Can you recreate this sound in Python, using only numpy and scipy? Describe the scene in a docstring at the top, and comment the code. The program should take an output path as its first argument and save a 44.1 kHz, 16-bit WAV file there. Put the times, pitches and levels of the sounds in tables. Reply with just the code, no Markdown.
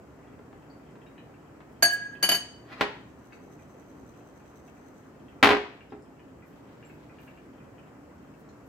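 """One hears a fork clink on a large glass bowl, and bowls slide and knock on a glass stovetop.
Crumbs rustle in a small bowl, food is turned over in them, hot oil pops on the left and thin hisses swell and fade.
Glass and plate ring as decaying sines, bubbles as short dying tones, and crumbs, slides and hisses are shaped noise.
The place is a small hard kitchen that rings after each blow, over appliance rumble and hum.
Behind the stereo microphone a gain control sags with the loudest knock and slowly recovers."""
import sys
import numpy as np
from scipy import signal
from scipy.fft import rfft, irfft
from scipy.io import wavfile
from scipy.ndimage import uniform_filter1d

SR = 44100
rng = np.random.default_rng(int(sys.argv[2]) if len(sys.argv) > 2 else 0)


def int16_out(signal):
    """Quantize to a 16-bit WAV file."""
    q = np.round(np.clip(np.atleast_2d(signal).T, -1, 1) * 32767)
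    wavfile.write(sys.argv[1], SR, q.astype(np.int16))


def volts(x):
    """Linear amplitude factor 10**(x/20) for a level x in dB, scalar or array-like."""
    e = np.asarray(x, float) / 20
    return 10 ** e


N = 382909  # samples in the scene

# Left-right columns are left level minus right level. Event levels are those ahead of the gain control.
# fork on the large bowl: (time [s], level [dB], extra level of each of the three lowest modes [dB] x 3)
FORK_CLINKS = [(1.824, -22.5, 5, 0.04, -9.5), (2.2264, -27, -10.5, -2.5, -7.5),
               (2.236, -29.5, -9, -11.5, 6.5), (2.289, -25, 7.5, -8.5, 8), (2.316, -26, -2, -7, 4.5),
               (2.345, -32, -7.5, -11.5, -1)]
# rim modes of the large bowl, each a close pair, with the decay of the undamped ring:
# (lower mode [Hz], level [dB], t60 [s], split [Hz], upper over lower mode [dB], left-right [dB])
LARGE_BOWL_MODES = [(696, -8, 0.19, 10, -10, 6), (1650.5, 0.3, 0.847, 10.2, -12, -5),
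                    (2978, -3, 0.41, 15, -5, -2.5), (4549, -1.5, 0.28, 42, -4.5, 3),
                    (4780, -6.5, 0.1, 131.1, -2, -0.46), (6494, -6.5, 0.17, 7.5, -5.5, 6.5),
                    (8520, -15.5, 0.18, 15, -4.5, -1), (10350, -12.5, .12, 81, -1, 2),
                    (11083, -12, 0.11, 160, 0, 10.5), (11700, -14, 0.084, 50, -4, 5),
                    (12300, -18, .1, 73, -3, -2.5), (12220, -10, 0.073, 40, -5, 2),
                    (13100, -7, 0.065, 67, -2, 4.5), (14550, -19, .12, 15, -1, 2.5)]
# colour of the fork's tick, before its tilt: (frequency [Hz], relative level [dB])
FORK_TICK_COLOUR = [(88, -55), (150, 1.5), (1360, -5.5), (1660, -2.5), (2400, -5), (3040, -11.5),
                    (5570, -16), (13200, -25), (16000, -72.5)]
# bowls land and rock on the stovetop; the soft early thuds are the fork poking food on the bowl's bottom:
# (time [s], level [dB], hardness [dB per octave], left-right [dB], loss per rebound [dB])
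BOWL_KNOCKS = [(.39, -40.5, -6.5, 0.5, 19), (0.528, -39.5, -5, 1.5, 16.5), (0.956, -43, -4, -3, 15),
               (1.604, -39.5, -3.5, 1.5, 17), (2.8098, -8.5, 0.2, 0.73, 8.5), (5.4277, 1.5, 1.31, 0.5, 1),
               (5.505, -4.5, -0.77, -1.12, 2), (5.922, -30, -7, -0.68, 4.5)]
# ring of the glass plate and hollow stove: (frequency [Hz], relative level [dB], t60 [s])
STOVETOP_MODES = [(274, -1, 0.12), (292, -7, 0.072), (360, -4.5, 0.29), (412, 0.5, 0.23), (621, -8.5, 0.1),
                  (787.3, 3.5, 0.11), (854.7, -0.5, .12), (1000, -13.5, 0.03), (1210, -7, 0.05),
                  (1470, -8, 0.033), (1950, -5, .05), (3300, -12.5, 0.056)]
# colour of a knock's crack, before its hardness: (frequency [Hz], relative level [dB])
CRACK_COLOUR = [(85, -45.5), (150, -20), (280, -2), (500, -5), (1000, -3), (2200, -7), (4000, -17),
                (8000, -39.5), (16000, -44)]
# pushes of the bowl over the plate, at the loudest moment: (time [s], level [dB])
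BOWL_SLIDES = [(2.727, -47.5), (2.806, -48)]
# modes of the small bowl; crumbs widen them: (frequency [Hz], bare width [Hz], relative level [dB])
SMALL_BOWL_MODES = [(4060, 150, -7.5), (6170, 86, 1.35), (7660, 101.3, -5.5), (12160, 110, -9),
                    (13400, 69, -16)]
# brief high rustles in the small bowl, mostly crumbs pushed against its wall, at the loudest moment:
# (time [s], level [dB])
HIGH_RUSTLES = [(6.47, -72.5), (6.87, -74), (7.21, -69.5), (8.67, -73)]
# pops of oil, and a few short high ticks, some of crumbs scraping the small bowl:
# (time [s], level [dB], pitch [Hz])
POPS_AND_TICKS = [(0.2724, -59, 2810), (.909, -62, 7240), (1.016, -53, 2666), (1.064, -52, 2366),
                  (1.179, -46, 2515), (1.3402, -55.5, 2315), (2.152, -45, 2603), (3.3229, -44.5, 2197),
                  (3.328, -53, 3865), (3.5902, -53.5, 2040), (4.6792, -53.5, 2241), (5.2827, -51.5, 2676),
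                  (5.807, -43, 2371), (5.905, -54.5, 3150), (6.0227, -54.5, 7400), (6.1945, -51, 2479),
                  (6.423, -50, 2036), (6.8268, -46.5, 2384), (6.8972, -48.5, 2188), (6.926, -58.5, 2193),
                  (7.0956, -49.5, 2090), (7.1852, -47.5, 2394), (7.278, -45, 2328), (7.3738, -50.5, 2374),
                  (7.6013, -54, 2066), (7.7814, -50.5, 2528), (7.79, -63.5, 7620), (8.49, -54, 5840)]
# faint single-pitched tings of fork and glass: (time [s], level [dB], pitch [Hz])
FAINT_TINGS = [(.70, -70, 4574), (.725, -76.5, 4570), (1.066, -73.5, 3796), (1.18, -73, 3920),
               (5.9, -75.5, 5025), (6.85, -67, 7500)]
# thin hisses, at the loudest moment: (time [s], level [dB])
THIN_HISSES = [(1.73, -73), (1.94, -41), (2.15, -73.5), (7.26, -71.5), (8.41, -70)]
# dying of the kitchen's reflections: (frequency [Hz], t60 [s])
KITCHEN_DECAY = [(100, 0.3), (300, 0.47), (1000, 0.47), (3000, 0.516), (8000, 0.46), (15000, 0.06)]
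# likeness of left and right in diffuse sound: (frequency [Hz], likeness [0 to 1])
EAR_LIKENESS = [(60, 0.956), (250, 0.84), (500, 0.56), (1000, 0.55), (2000, 0.017), (15000, 0.026)]
# balance of diffuse sound: (frequency [Hz], left-right [dB])
EAR_LEAN = [(60, -1.5), (240, -0.5), (950, 1), (3770, 2), (15000, 1)]
# colour of the room tone: (frequency [Hz], relative level [dB])
ROOM_COLOUR = [(20, -36.5), (40, -24.5), (62, -2.5), (100, -9), (250, -2.5), (420, -6.5), (800, -13.5),
               (1480, -19.5), (3000, -33), (3500, -38.5), (7800, -37), (9200, -46.5), (15300, -43),
               (16500, -54.5)]
# appliance motor tones, each through two like resonances: (pitch [Hz], width of each [Hz], level [dB])
MOTOR_TONES = [(119, 9, -66), (151, 7, -66), (265, 8, -63), (296, 8, -67)]


def clink(s, *low_db):
    """The close modes of each rim pair beat, in another phase at each ear, under the fork's tick."""
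    rest_s, rest_db = 2.227, 270  # from then on [s] the fork leans on the rim and damps it [dB a second]
    t = np.arange(0, .6, 1 / SR)
    out = np.zeros((2, len(t)))
    damped_db = rest_db * np.clip(s + t - max(rest_s, s), 0, None)
    onset = 1 - np.exp(-t / 0.0037)
    vigour = 1 + 0.96 * np.exp(-t / 0.028)  # the wet lower wall soaks up the first vigour
    for k, (hz, db, t60, split_hz, upper_db, lean_db) in enumerate(LARGE_BOWL_MODES):
        extra_db = low_db[k] if k < len(low_db) else 0
        level_db = db + extra_db - 60 * t / t60 - damped_db
        upper_phase, lower_phase = np.array([[.3], [-1.4]]), np.array([[1.7], [0]])
        upper = volts(upper_db) * np.sin(2 * np.pi * (hz + split_hz) * t + upper_phase)
        lower = np.sin(2 * np.pi * hz * t + lower_phase)
        # each ring wavers at random in strength, roughened perhaps by the chattering fork and the food
        waver = 1 + 0.43 * evened(uniform_filter1d(rng.standard_normal(out.shape), size=700))
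        add(out, 0, waver * volts(level_db) * onset * vigour * (lower + upper), lean_db)
    add(out, 0, volts(23) * burst(FORK_TICK_COLOUR, 0.986, 0.11), .5)
    return out


def knock(tilt_db):
    """A crack, and the short ring of the glass plate over the stove's hollow body."""
    t = np.arange(0, .3, 1 / SR)
    out = np.zeros((2, len(t)))
    for hz, db, t60 in STOVETOP_MODES:
        level_db = db - 26.5 + tilt_db * np.log2(hz / 1000) - 60 * t / t60
        out += volts(level_db) * np.sin(2 * np.pi * hz * t)
    add(out, 0, volts(13) * burst(CRACK_COLOUR, tilt_db, 0.039))
    return out


def slide():
    """The foot of the bowl grinds over the plate: dense uneven slips coloured like a knock."""
    slips = rng.standard_normal(N) * (rng.random(N) < 2500 / SR)
    grind = evened(signal.oaconvolve(slips, click(CRACK_COLOUR, 0.34))[:N])
    return swells(BOWL_SLIDES, rise=330, fall=1200) * grind


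def shaking():
    """Gain of the wrist's flicks, which throw crumbs at the wall; the hand tires and slows a little."""
    start, end, fade_s = 3.045, 5.13, .12
    throws_hz, slowing = 11.5, .95  # throws a second at first, and the loss of that a second
    level_db, uneven_db, dip_db = -74, 1.6, 9  # top of a throw, scatter of the throws, dip between them
    t = np.clip(np.arange(N) / SR - start, 0, end - start)
    throws = throws_hz * t - slowing * t ** 2 / 2
    uneven = np.interp(throws, np.arange(40) + .5, rng.standard_normal(40))
    db = level_db + uneven_db * uneven - dip_db * np.cos(np.pi * throws) ** 2
    return volts(db) * np.clip(np.minimum(t, end - start - t) / fade_s, 0, 1)


def crumbs():
    """Many tiny grains strike the small bowl and keep its modes faintly alive, under a dry rustle."""
    grains = rng.standard_normal((2, N)) * (rng.random((2, N)) < 600 / SR)
    ring = sum(volts(db) * evened(resonate(grains, hz, 2.3 * width)) for hz, width, db in SMALL_BOWL_MODES)
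    rustle = evened(np.diff(rng.standard_normal((2, N)), prepend=0))
    high_ring = evened(np.diff(ring, n=3, prepend=[[0, 0, 0]] * 2))  # leaves mostly the high modes
    shaken = shaking() * (ring + volts(-8.5) * rustle)
    high_rustles = swells(HIGH_RUSTLES, rise=900, fall=110) * (high_ring + volts(-3) * rustle)
    return shaken + high_rustles


def dredging():
    """Food is turned over and clumps of crumbs crunch: small dry clicks, thick and thin by turns."""
    start, end, fade_s, level_db = 6.4, 7.55, 0.23, -70.5
    t = np.arange(N) / SR
    clumps = volts(3.0 * evened(uniform_filter1d(rng.standard_normal(N), size=3000)))
    grains = rng.standard_normal((2, N)) * (rng.random((2, N)) < 1500 / SR) * clumps
    crunch = evened(signal.oaconvolve(grains, click(CRACK_COLOUR, 4.8)[None], axes=1)[:, :N])
    fade = np.clip(np.minimum(t - start, end - t) / fade_s, 0, 1)
    return volts(level_db) * fade * crunch


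def pop(hz, cycles, spread):
    """A bubble bursts: a few dying cycles on three nearby pitches, with a soft start; also ticks and tings."""
    t = np.arange(1500) / SR
    tones = sum(np.sin(2 * np.pi * hz * k * t) for k in (1, 1 - spread, 1 + 0.59 * spread))
    return tones * np.exp(-t * hz / cycles) * (1 - np.exp(-t * hz / 2.8))


def simmer():
    """Weak bubbles of the oil burst at random times and sizes, on eight pitches."""
    out = np.zeros((2, N))
    for hz in np.geomspace(1000, 2600, 8):
        size = volts(5 * np.minimum(rng.exponential(1, N), 2.5))
        bursts = size * (rng.random(N) < 14 / SR)  # about 14 a second on each pitch
        out += signal.oaconvolve(bursts, pop(hz, 3., .3))[:N]
    return volts(-66.5) * out


def swish():
    """Thin hisses: treble noise, different in each ear, that swells and fades."""
    high = signal.butter(2, 6000, "high", fs=SR, output="sos")
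    hiss = evened(signal.sosfilt(high, rng.standard_normal((2, N))))
    return swells(THIN_HISSES, rise=320, fall=630) * hiss


def kitchen(x):
    """Sparse reflections of random sign, each band dying at its own speed."""
    taps = np.zeros((2, SR))
    at = np.arange(120, SR - 20, 20) + rng.integers(0, 20, (2, (SR - 121) // 20))
    np.put_along_axis(taps, at, rng.choice([-1., 1.], at.shape), 1)
    hz, t, z = signal.stft(taps, SR, nperseg=256)
    early = 1 + 1.5 * np.exp(-t / .025)  # the wall and hood behind the stove answer first and strongest
    decay = volts(-60 * t / read(KITCHEN_DECAY, hz)[:, None])
    tail = signal.istft(paired(z) * early * decay, SR, nperseg=256)[1]
    return signal.fftconvolve(x.mean(0)[None], tail / np.linalg.norm(tail[0]), axes=1)[:, :N]


def room_tone():
    """Rumble of appliances and faint hiss: coloured noise with small drifting patches."""
    frames, hz = N // 512 + 5, np.fft.rfftfreq(2048, 1 / SR)
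    a, b, c, d, patches = rng.standard_normal((frames, len(hz), 5)).T
    patches = evened(uniform_filter1d(uniform_filter1d(patches, size=20, axis=0), size=8, axis=1))
    colour = volts(read(ROOM_COLOUR, hz)[:, None] + 0.7 * patches)
    z = paired(np.array([a + 1j * b, c + 1j * d])) * colour
    return volts(-53) * evened(signal.istft(z, nperseg=2048, noverlap=1536)[1][:, :N])


def hum():
    """Wavering motor tones, the same in both ears: noise through narrow resonances."""
    noise = rng.standard_normal(N)
    return sum(volts(db) * evened(resonate(resonate(noise, hz, width), hz, width))
               for hz, width, db in MOTOR_TONES)


def burst(points, tilt_db, t60):
    """A click smeared into chatter by the contact and nearby surfaces; energy 1 at the left."""
    t = np.arange(4096) / SR
    chatter = rng.standard_normal((2, len(t))) * (rng.random((2, len(t))) < .2) * volts(-60 * t / t60)
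    chatter = chatter + .5 * chatter[::-1]
    chatter[:, 0] = 0.62  # first contact
    z = rfft(chatter)
    flat = irfft(z / np.sqrt(uniform_filter1d(abs(z) ** 2, size=25)))[:, :3000]  # keeps smear, evens colour
    shape = signal.fftconvolve(flat, click(points, tilt_db)[None], axes=1)
    return shape / np.linalg.norm(shape[0])


def click(points, tilt_db):
    """A causal click of peak 1 whose spectrum follows the points, tilted about 1 kHz."""
    hz = abs(np.fft.fftfreq(2048, 1 / SR))
    log_gain = np.log(volts(read(points, hz) + tilt_db * np.log2(hz / 1000 + 0.15)))
    shape = np.fft.ifft(np.exp(np.conj(signal.hilbert(log_gain)))).real[:1024]  # minimum phase
    return shape / abs(shape).max()


def resonate(x, hz, width):
    """A fixed two-pole resonance of about unit gain at hz."""
    r, c = np.exp(-np.pi * width / SR), np.cos(2 * np.pi * hz / SR)
    return 2 * (1 - r) * signal.lfilter([1, -r * c], [1, -2 * r * c, r * r], x)


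def paired(z):
    """Mixes two unrelated short-time spectra into two ears that agree in the bass; left lags a little."""
    hz = np.linspace(0, SR / 2, z.shape[1])[:, None]
    same = np.clip(read(EAR_LIKENESS, hz), 0, 1)
    lead = np.exp(2j * np.pi * hz * .00011)  # seconds by which the right leads
    right = (same * z[0] + np.sqrt(1 - same ** 2) * z[1]) * lead
    lean = volts(read(EAR_LEAN, hz) / 2)
    return np.array([z[0] * lean, right / lean])


def swells(rows, rise, fall):
    """Gain over the whole scene: each row climbs to its peak and falls away, in dB a second."""
    t = np.arange(0, N + 64, 64) / SR
    db = np.max([top_db - np.maximum(rise * (s - t), fall * (t - s)) for s, top_db in rows], axis=0)
    return np.interp(np.arange(N) / SR, t, volts(db))


def evened(x):
    """Scales a sound to an rms of 1."""
    return x / np.sqrt(np.mean(x ** 2) + 1e-20)


def read(points, hz):
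    """Reads a table of values over log frequency."""
    f, value = np.transpose(points)
    return np.interp(np.log(hz + 1), np.log(f + 1), value)


def add(mix, s, sound, lean_db=0):
    """Adds a sound at s seconds, leaning left by lean_db."""
    part = mix[:, round(s * SR):][:, :sound.shape[-1]]
    part += sound[..., :part.shape[1]] * volts([[lean_db / 2], [-lean_db / 2]])


def scene():
    """Sets every source in its place and lets the kitchen answer the glass, the blows and the oil."""
    glass, blows, echoed, oil = np.zeros((4, 2, N))  # oil also carries the ticks, tings and slides
    for s, db, *low_db in FORK_CLINKS:
        add(glass, s, volts(db) * clink(s, *low_db))
    for s, db, tilt_db, lean_db, loss_db in BOWL_KNOCKS:
        hits = min(6, 1 + int(20 / max(loss_db, 1)))
        for k in range(hits):  # the first blow, then rebounds with ever longer gaps
            sound = volts(db - k * loss_db) * knock(tilt_db - k * 0.1871)  # each rebound is duller
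            add(blows, s, sound, lean_db)
            room_db = -7.5 if k else -1.5  # share of a rebound or a first blow that goes round the kitchen
            add(echoed, s, volts(room_db) * sound)
            s += .0072 * 1.28 ** k  # first gap [s], growth of each next gap
    for s, db, hz in POPS_AND_TICKS:
        add(oil, s, volts(db) * pop(hz, 4.9, 0.29), 3)  # the pan of oil stands to the left
    for s, db, hz in FAINT_TINGS:
        add(oil, s, volts(db) * pop(hz, 27.7, 0.0045), 1.5)
    oil += simmer() + slide()
    bright = np.diff(glass, prepend=0)  # the treble of the glass spreads further round the hard walls
    wet = volts(-5) * glass + volts(-6.0) * bright + echoed + volts(4.0) * oil
    near = glass + blows + oil + swish() + crumbs() + dredging()
    return near + kitchen(wet) + room_tone() + hum()


def roll_off(x):
    """The treble ends steeply here."""
    return signal.sosfilt(signal.butter(12, 15800, fs=SR, output="sos"), x)


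def record(dry):
    """The microphone drops deep bass; gain control dips with loud blows, recovers slowly; soft clipping."""
    dry = signal.sosfilt(signal.butter(4, 52, "high", fs=SR, output="sos"), dry)
    power_db = 10 * np.log10(abs(uniform_filter1d((dry ** 2).mean(0), size=2000)) + 1e-12)
    climb = np.arange(N) * 4.1 / SR  # dB recovered a second, before the ratio
    held_db = np.maximum.accumulate(power_db + climb) - climb
    over_db = np.maximum(held_db + 17.0, 0)  # threshold -17 dB
    ducked = dry / volts(0.62 * uniform_filter1d(over_db, size=400))  # ratio: dB of dip per dB over
    mix = np.tanh(ducked / 1.1772) * 1.4845
    return roll_off(mix)


dry = scene()
out = record(dry)
int16_out(out)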